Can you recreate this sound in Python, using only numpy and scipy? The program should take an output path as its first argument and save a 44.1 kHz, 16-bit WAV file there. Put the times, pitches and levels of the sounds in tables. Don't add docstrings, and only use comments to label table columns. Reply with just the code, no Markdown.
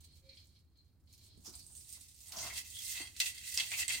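import sys
import numpy as np
from scipy import signal
from scipy.fft import rfft, irfft
from scipy.io import wavfile

SR = 44100
rng = np.random.default_rng(int(sys.argv[2]) if len(sys.argv) > 2 else 0)


def log_audio(samples):
    frames = np.atleast_2d(samples).T
    limited = np.clip(frames, -1, 1)
    pcm = np.round(limited * 32767).astype(np.int16)
    wavfile.write(sys.argv[1], SR, pcm)


N = 176400
TIME = np.arange(N) / SR
CUTOFF_HZ, ORNAMENT_LOW_CUT_HZ = 15900, 1486


def from_db(db):
    return 10 ** (np.asarray(db) / 20)


def rms_one(x):
    return x / np.sqrt(np.mean(x ** 2) + 1e-30)


def at_hz(points, hz):
    f, value = np.transpose(points)
    return np.interp(np.log(hz), np.log(f), value)


def level(curve):
    s, db = np.transpose(curve)
    outside_s = np.maximum(s[0] - TIME, 0) + np.maximum(TIME - s[-1], 0)
    return from_db(np.interp(TIME, s, db)) * np.exp(-outside_s / 0.036)


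def swell(s, db, rise, fall):
    return from_db(db) * np.exp(-np.maximum((s - TIME) / rise, (TIME - s) / fall))


def pan(db):
    return rms_one(from_db(np.array([[db], [-db]]) / 2))


def spread(mid, side, width):
    return np.array([mid + width * side, mid - width * side]) / np.sqrt(1 + width ** 2)


def butter(x, order, hz, kind):
    return signal.sosfilt(signal.butter(order, hz, kind, fs=SR, output="sos"), x)


def resonate(x, hz, width_hz):
    r = np.exp(-np.pi * width_hz / SR)
    feedforward = np.sqrt((1 - r * r) / 2) * np.array([1, 0, -1])
    feedback = [1, -2 * r * np.cos(2 * np.pi * hz / SR), r * r]
    return signal.lfilter(feedforward, feedback, x + 1e-18)


def noise(colour):
    hz = np.maximum(np.arange(N // 2 + 1) * SR / N, 1)
    return rms_one(irfft(rfft(rng.standard_normal(N)) * from_db(at_hz(colour, hz)), N))


def contacts(per_s, spread_db):
    sizes = from_db(spread_db * np.minimum(rng.exponential(1, N), 4))
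    return rms_one((rng.random(N) < per_s / SR) * sizes)


def room(force):
    early_gain, late_gain, gap_s = from_db(5), from_db(1.5), 0.0012
    power = 0
    for t60_s, gain in (0.12, early_gain), (0.26, late_gain):
        r = from_db(-120 / (t60_s * SR))
        power = power + gain ** 2 * signal.lfilter([1 - r], [1, -r], force ** 2 + 1e-24)
    envelope = np.pad(np.sqrt(power), (int(gap_s * SR), 0))[:len(force)]
    echoes = envelope * spread(*rng.standard_normal((2, len(force))), width=1)
    return (force + echoes) / np.sqrt(1 + early_gain ** 2 + late_gain ** 2)


def impact(s, db, hz, width_hz, decay_s=0.00068, grit=0.28):
    t = np.arange(SR // 2) / SR
    force = grit * rng.standard_normal(len(t)) * np.exp(-t / decay_s) + (t == 0)
    direct = from_db(-10.5) * force
    dry_peak = np.abs(resonate(force, hz, width_hz)).max()
    sound = resonate(room(force) + direct, hz, width_hz) / dry_peak
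    return np.pad(from_db(db) * sound, ((0, 0), (int(s * SR), N)))[:, :N]


def shiver(modes, per_s, spread_db):
    touches = contacts(per_s, spread_db)
    forces = [room(touches * rng.standard_normal(N)) for _ in range(3)]
    return rms_one(sum(from_db(db) * resonate(forces[k % 3], hz, width)
                       for k, (hz, width, db) in enumerate(modes)))


def strike(modes, times, dbs, vary_db):
    out = np.zeros((2, N))
    offsets_db = vary_db * rng.standard_normal((len(times), len(modes)))
    for k, (hz, width, db) in enumerate(modes):
        clicks = np.zeros(N)
        clicks[(np.asarray(times) * SR).astype(int)] = from_db(dbs + db + offsets_db[:, k])
        out += (-1) ** k * resonate(room(clicks), hz, width)
    return out


def house_rumble():
    # f/Hz, density/dB
    colour = [(20, -20.5), (40, -19.5), (58, -6.5), (75, -1), (95, -7), (125, -14.5), (200, -21),
              (300, -23.5), (500, -35.5), (1000, -41.5), (2000, -46.5), (6000, -57.5), (15000, -49)]
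    # t/s, level/dB
    drift = [(0, 1), (.4, -1), (.7, -3), (1.1, -2), (1.4, 2), (1.85, -0.5), (2.25, -4.5), (2.45, 6),
             (2.7, 0), (3.1, 0.5), (3.5, -0.5), (4, 4.5)]
    rumble = spread(noise(colour), noise(colour), width=0.32)
    return from_db(-63.5) * level(drift) * pan(db=-2) * rumble


def needles():
    # t/s, level/dB
    rustle_level = [(0, -69), (0.05, -67.5), (0.1, -74.5), (0.15, -66.5), (0.23, -75.5), (0.39, -67.5),
                    (0.5, -76.5), (0.58, -73), (0.68, -89), (0.9, -83.5), (1.06, -84.5), (1.13, -64),
                    (1.2, -69), (1.25, -59.5), (1.31, -71.5), (1.42, -66.5), (1.47, -49), (1.51, -60),
                    (1.57, -55.5), (1.63, -62.5), (1.75, -56), (1.83, -56.5), (1.94, -51.5), (2.0, -54.5),
                    (2.15, -59), (2.25, -53.5), (2.33, -56), (2.44, -46), (2.52, -55.5), (2.585, -39),
                    (2.64, -56.5), (2.7, -50.5), (2.82, -44.5), (2.9, -38.5), (2.99, -48.0), (3.04, -54),
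                    (3.14, -58), (3.18, -52), (3.28, -39), (3.34, -57), (3.42, -53), (3.46, -44),
                    (3.55, -42.5), (3.67, -45), (3.76, -41.5), (3.81, -35.0), (3.865, -57.5), (3.93, -41),
                    (3.99, -45.5)]
    # f/Hz, density/dB
    colour = [(400, -27), (1400, -30), (2600, -14), (3600, -8.5), (4800, -3.5), (6000, -6.5), (7300, 0.5),
              (8600, -1.5), (10500, -11.5), (12300, -8), (15500, -7.5)]
    # f/Hz, pan/dB
    balance = [(2000, 2), (5500, 2.5), (9000, -14), (15000, -3)]
    # t/s, level/dB
    snap_events = [(1.24, -60), (1.457, -53), (1.554, -32), (1.666, -38), (1.769, -38), (1.902, -39),
                   (1.927, -32), (2.283, -37), (2.847, -33.5)]
    push = level(rustle_level)
    density = np.sqrt(rms_one(push))
    flicks = contacts(per_s=2500 * density, spread_db=6) / np.sqrt(density)
    forces = [room(flicks * rng.standard_normal(N)) for _ in range(3)]
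    edges = np.geomspace(500, CUTOFF_HZ, int(3 * np.log2(CUTOFF_HZ / 500)) + 1)
    rustle = 0
    for k, (low, high) in enumerate(zip(edges, edges[1:])):
        hz = np.sqrt(low * high)
        band = butter(forces[k % 3], 2, [low, high], "band")
        rustle += from_db(at_hz(colour, hz)) * pan(at_hz(balance, hz)) * band
    snaps = sum(impact(s, db, hz=8500, width_hz=600) for s, db in snap_events)
    return from_db(-1.5) * push * rms_one(rustle) + pan(db=-6.5) * snaps


def trinkets():
    # f/Hz, width/Hz, level/dB
    modes = [(2170, 290, -20.5), (2340, 44, -12), (3260, 250, -5.5), (3330, 300, -22), (3890, 60, -4),
             (4157, 88, -3.5), (4260, 48, 1), (4640, 360, -2), (5000, 210, -12)]
    # t/s, level/dB
    jingle_level = [(0, -71), (.05, -66.5), (.22, -73), (.32, -65.5), (.42, -63.5), (.49, -75.5),
                    (.58, -70), (.66, -86.5), (.87, -82), (1.06, -96), (1.1, -69.5), (1.35, -68.5)]
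    # t/s, level/dB
    taps = [(0.2913, -32.5), (.301, -45), (0.3713, -31.5), (.382, -44), (0.756, -49.5), (0.789, -57),
            (1.073, -46.5), (1.538, -32)]
    jingle = level(jingle_level) * shiver(modes, per_s=400, spread_db=0)
    ticks = strike(modes, *np.transpose(taps), vary_db=3)
    return butter(pan(db=-2.5) * jingle + pan(db=-2) * ticks, 4, ORNAMENT_LOW_CUT_HZ, "high")


def soft_tone():
    peak_s, db, half_length_s, hz = 0.28, -66, 0.04, 537
    body = from_db(db) * np.exp(-((TIME - peak_s) / half_length_s) ** 2)
    tail = swell(peak_s, db - 10.5, rise=half_length_s / 2, fall=0.1)
    return (body + tail) * np.sin(2 * np.pi * hz * TIME)


def twigs():
    # peak t/s, level/dB, rise/s, fall/s, f/Hz, width/Hz, pan/dB
    scrapes = [(.33, -70, 0.051, 0.025, 2300, 398, -4), (0.789, -64.5, .015, .015, 4200, 250, 0),
               (1.271, -71, 0.072, 0.3, 4260, 1600, -1), (1.457, -45.5, 0.00082, 0.025, 5600, 2570, -3),
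               (1.609, -57, 0.025, 0.015, 4470, 880, -4), (1.57, -61, .01, 0.05, 8600, 1290, -16),
               (1.77, -54, 0.098, .1, 8500, 1660, -7), (2.375, -51.5, .025, 0.025, 660, 70, 1),
               (2.455, -52.5, .015, 0.027, 1100, 600, -2), (2.39, -42, 0.022, 0.087, 5600, 3480, -3),
               (2.512, -46, 0.0059, 0.008, 2120, 130, -5), (2.77, -47.5, .025, 0.02, 3310, 300, 2),
               (3.259, -36.5, 0.0011, 0.011, 7000, 5970, -3),
               (3.801, -36.5, 0.00089, 0.0091, 8000, 5000, -6), (3.73, -37, 0.013, 0.017, 2440, 600, 0),
               (3.82, -40, .012, 0.011, 2005, 160, 12)]
    slips = contacts(per_s=2600, spread_db=5) * rng.standard_normal(N)
    out = np.zeros((2, N))
    for s, db, rise, fall, hz, width, pan_db in scrapes:
        span = (TIME > s - 7 * rise) & (TIME < s + 0.6)
        stroke = swell(s, db, rise, fall)[span]
        force = room(stroke * slips[span])
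        sound = resonate(resonate(force, hz, width), hz, width)
        out[:, span] += pan(pan_db) * np.sqrt(np.mean(stroke ** 2)) * rms_one(sound)
    return out


def paws():
    # peak t/s, level/dB, rise/s, fall/s
    strokes = [(1.466, -59.5, 0.01, 0.055), (1.54, -64.5, 0.0044, 0.031), (1.705, -71, 0.0074, .04),
               (1.972, -67.5, 0.0069, 0.027), (2.34, -50.5, 0.014, 0.055), (2.385, -49.5, .02, .025),
               (2.454, -46, 0.053, 0.058), (2.58, -61, .02, 0.0257), (2.98, -58, 0.031, 0.029),
               (3.004, -50.5, 0.0037, 0.037), (3.202, -56, 0.0023, 0.062), (3.581, -51.5, 0.0084, 0.05),
               (3.721, -53, 0.0047, 0.054), (3.804, -53.5, 0.021, 0.027), (3.898, -55, 0.0089, 0.1)]
    # f/Hz, density/dB
    colour = [(200, -9.5), (480, -5), (700, 12.5), (1000, 10), (1500, 6), (2500, -37.5), (6000, -55.5),
              (12000, -81)]
    # t/s, level/dB, f/Hz
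    landings = [(1.374, -44.5, 161), (1.478, -42, 293), (2.37, -44.5, 187), (2.447, -49, 111),
                (3.003, -41, 292), (3.95, -42, 129)]
    scuffs = room(noise(colour)) * np.sqrt(sum(swell(*stroke) ** 2 for stroke in strokes))
    thumps = sum(impact(s, db, hz, width_hz=166, decay_s=0.016, grit=0.033) for s, db, hz in landings)
    return pan(db=2.7) * scuffs + pan(db=-6.5) * butter(thumps, 4, 420, "low")


def baubles():
    # f/Hz, width/Hz, level/dB
    shell = [(1971, 20.5, -4.5), (2077, 43, 0), (2647, 33, -2), (2683, 270, 0), (3250, 44, -1),
             (3656, 230, -2.5), (4020, 90, -5), (4483, 290, 2), (4960, 220, -9), (5980, 83, -5.5),
             (6290, 110, -9), (7000, 120, -4), (7400, 660, -2.5), (8530, 130, 1)]
    # t/s, crack level/dB, crack f/Hz, crack width/Hz, ring level/dB, crack pan/dB
    knocks = [(2.322, -29.5, 4630, 2950, -64, -4), (2.386, -29.5, 4370, 2000, -42, 4),
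              (2.501, -36, 2030, 130, -40, 0), (2.768, -35, 3540, 700, -42, -2),
              (2.804, -37, 3420, 895, -68, -1), (3.165, -32, 4530, 4000, -61, -2),
              (3.2018, -10, 4500, 3240, -11.5, -0.5), (3.213, -45, 2100, 900, -20.5, -8),
              (3.2585, -26.5, 6500, 5960, -17.5, -1), (3.266, -32, 7000, 5000, -21, 7),
              (3.542, -25, 7860, 2000, -29, -4), (3.5752, -12, 5000, 990, -19.5, -3),
              (3.587, -24, 3370, 500, -31, 6), (3.599, -18, 3240, 900, -17.5, -4),
              (3.717, -24, 2300, 900, -23, 3), (3.8, -24.5, 7000, 5000, -23, -4),
              (3.8808, -17, 8100, 700, -19, -12), (3.894, -20, 6000, 6000, -19.5, 1),
              (3.905, -19.5, 2270, 710, -32, 4.5), (3.923, -23.5, 8500, 1490, -24, -8),
              (3.948, -31, 8600, 2500, -36, 0)]
    # t/s, level/dB
    chatter_level = [(1.8, -86), (1.96, -65), (2.15, -78), (2.3, -62.0), (2.39, -52.5), (2.47, -43.5),
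                     (2.54, -50), (2.585, -41.5), (2.65, -53.5), (2.7, -60), (2.78, -55), (2.83, -55.5),
                     (2.9, -45), (2.98, -41), (3.04, -47.5), (3.14, -58), (3.18, -50), (3.35, -49.5),
                     (3.42, -51.5), (3.48, -46.5), (3.56, -48), (3.68, -47), (3.74, -40), (3.82, -35),
                     (3.865, -49.5), (3.93, -34.5), (3.99, -45)]
    cracks = sum(pan(pan_db) * impact(s, db, hz, width) for s, db, hz, width, _, pan_db in knocks)
    chatter = from_db(-2.5) * level(chatter_level) * shiver(shell, per_s=500, spread_db=4)
    times, _, _, _, ring_db, _ = np.transpose(knocks)
    rings = strike(shell, times, ring_db, vary_db=3.5)
    return butter(cracks + pan(db=-2) * (rings + chatter), 6, ORNAMENT_LOW_CUT_HZ, "high")


def scene():
    return needles() + twigs() + baubles() + trinkets() + paws() + soft_tone() + house_rumble()


def record(dry):
    return signal.sosfilt(signal.ellip(10, 0.2, 70, CUTOFF_HZ, fs=SR, output="sos"), dry)


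dry = scene()
out = record(dry)
log_audio(out)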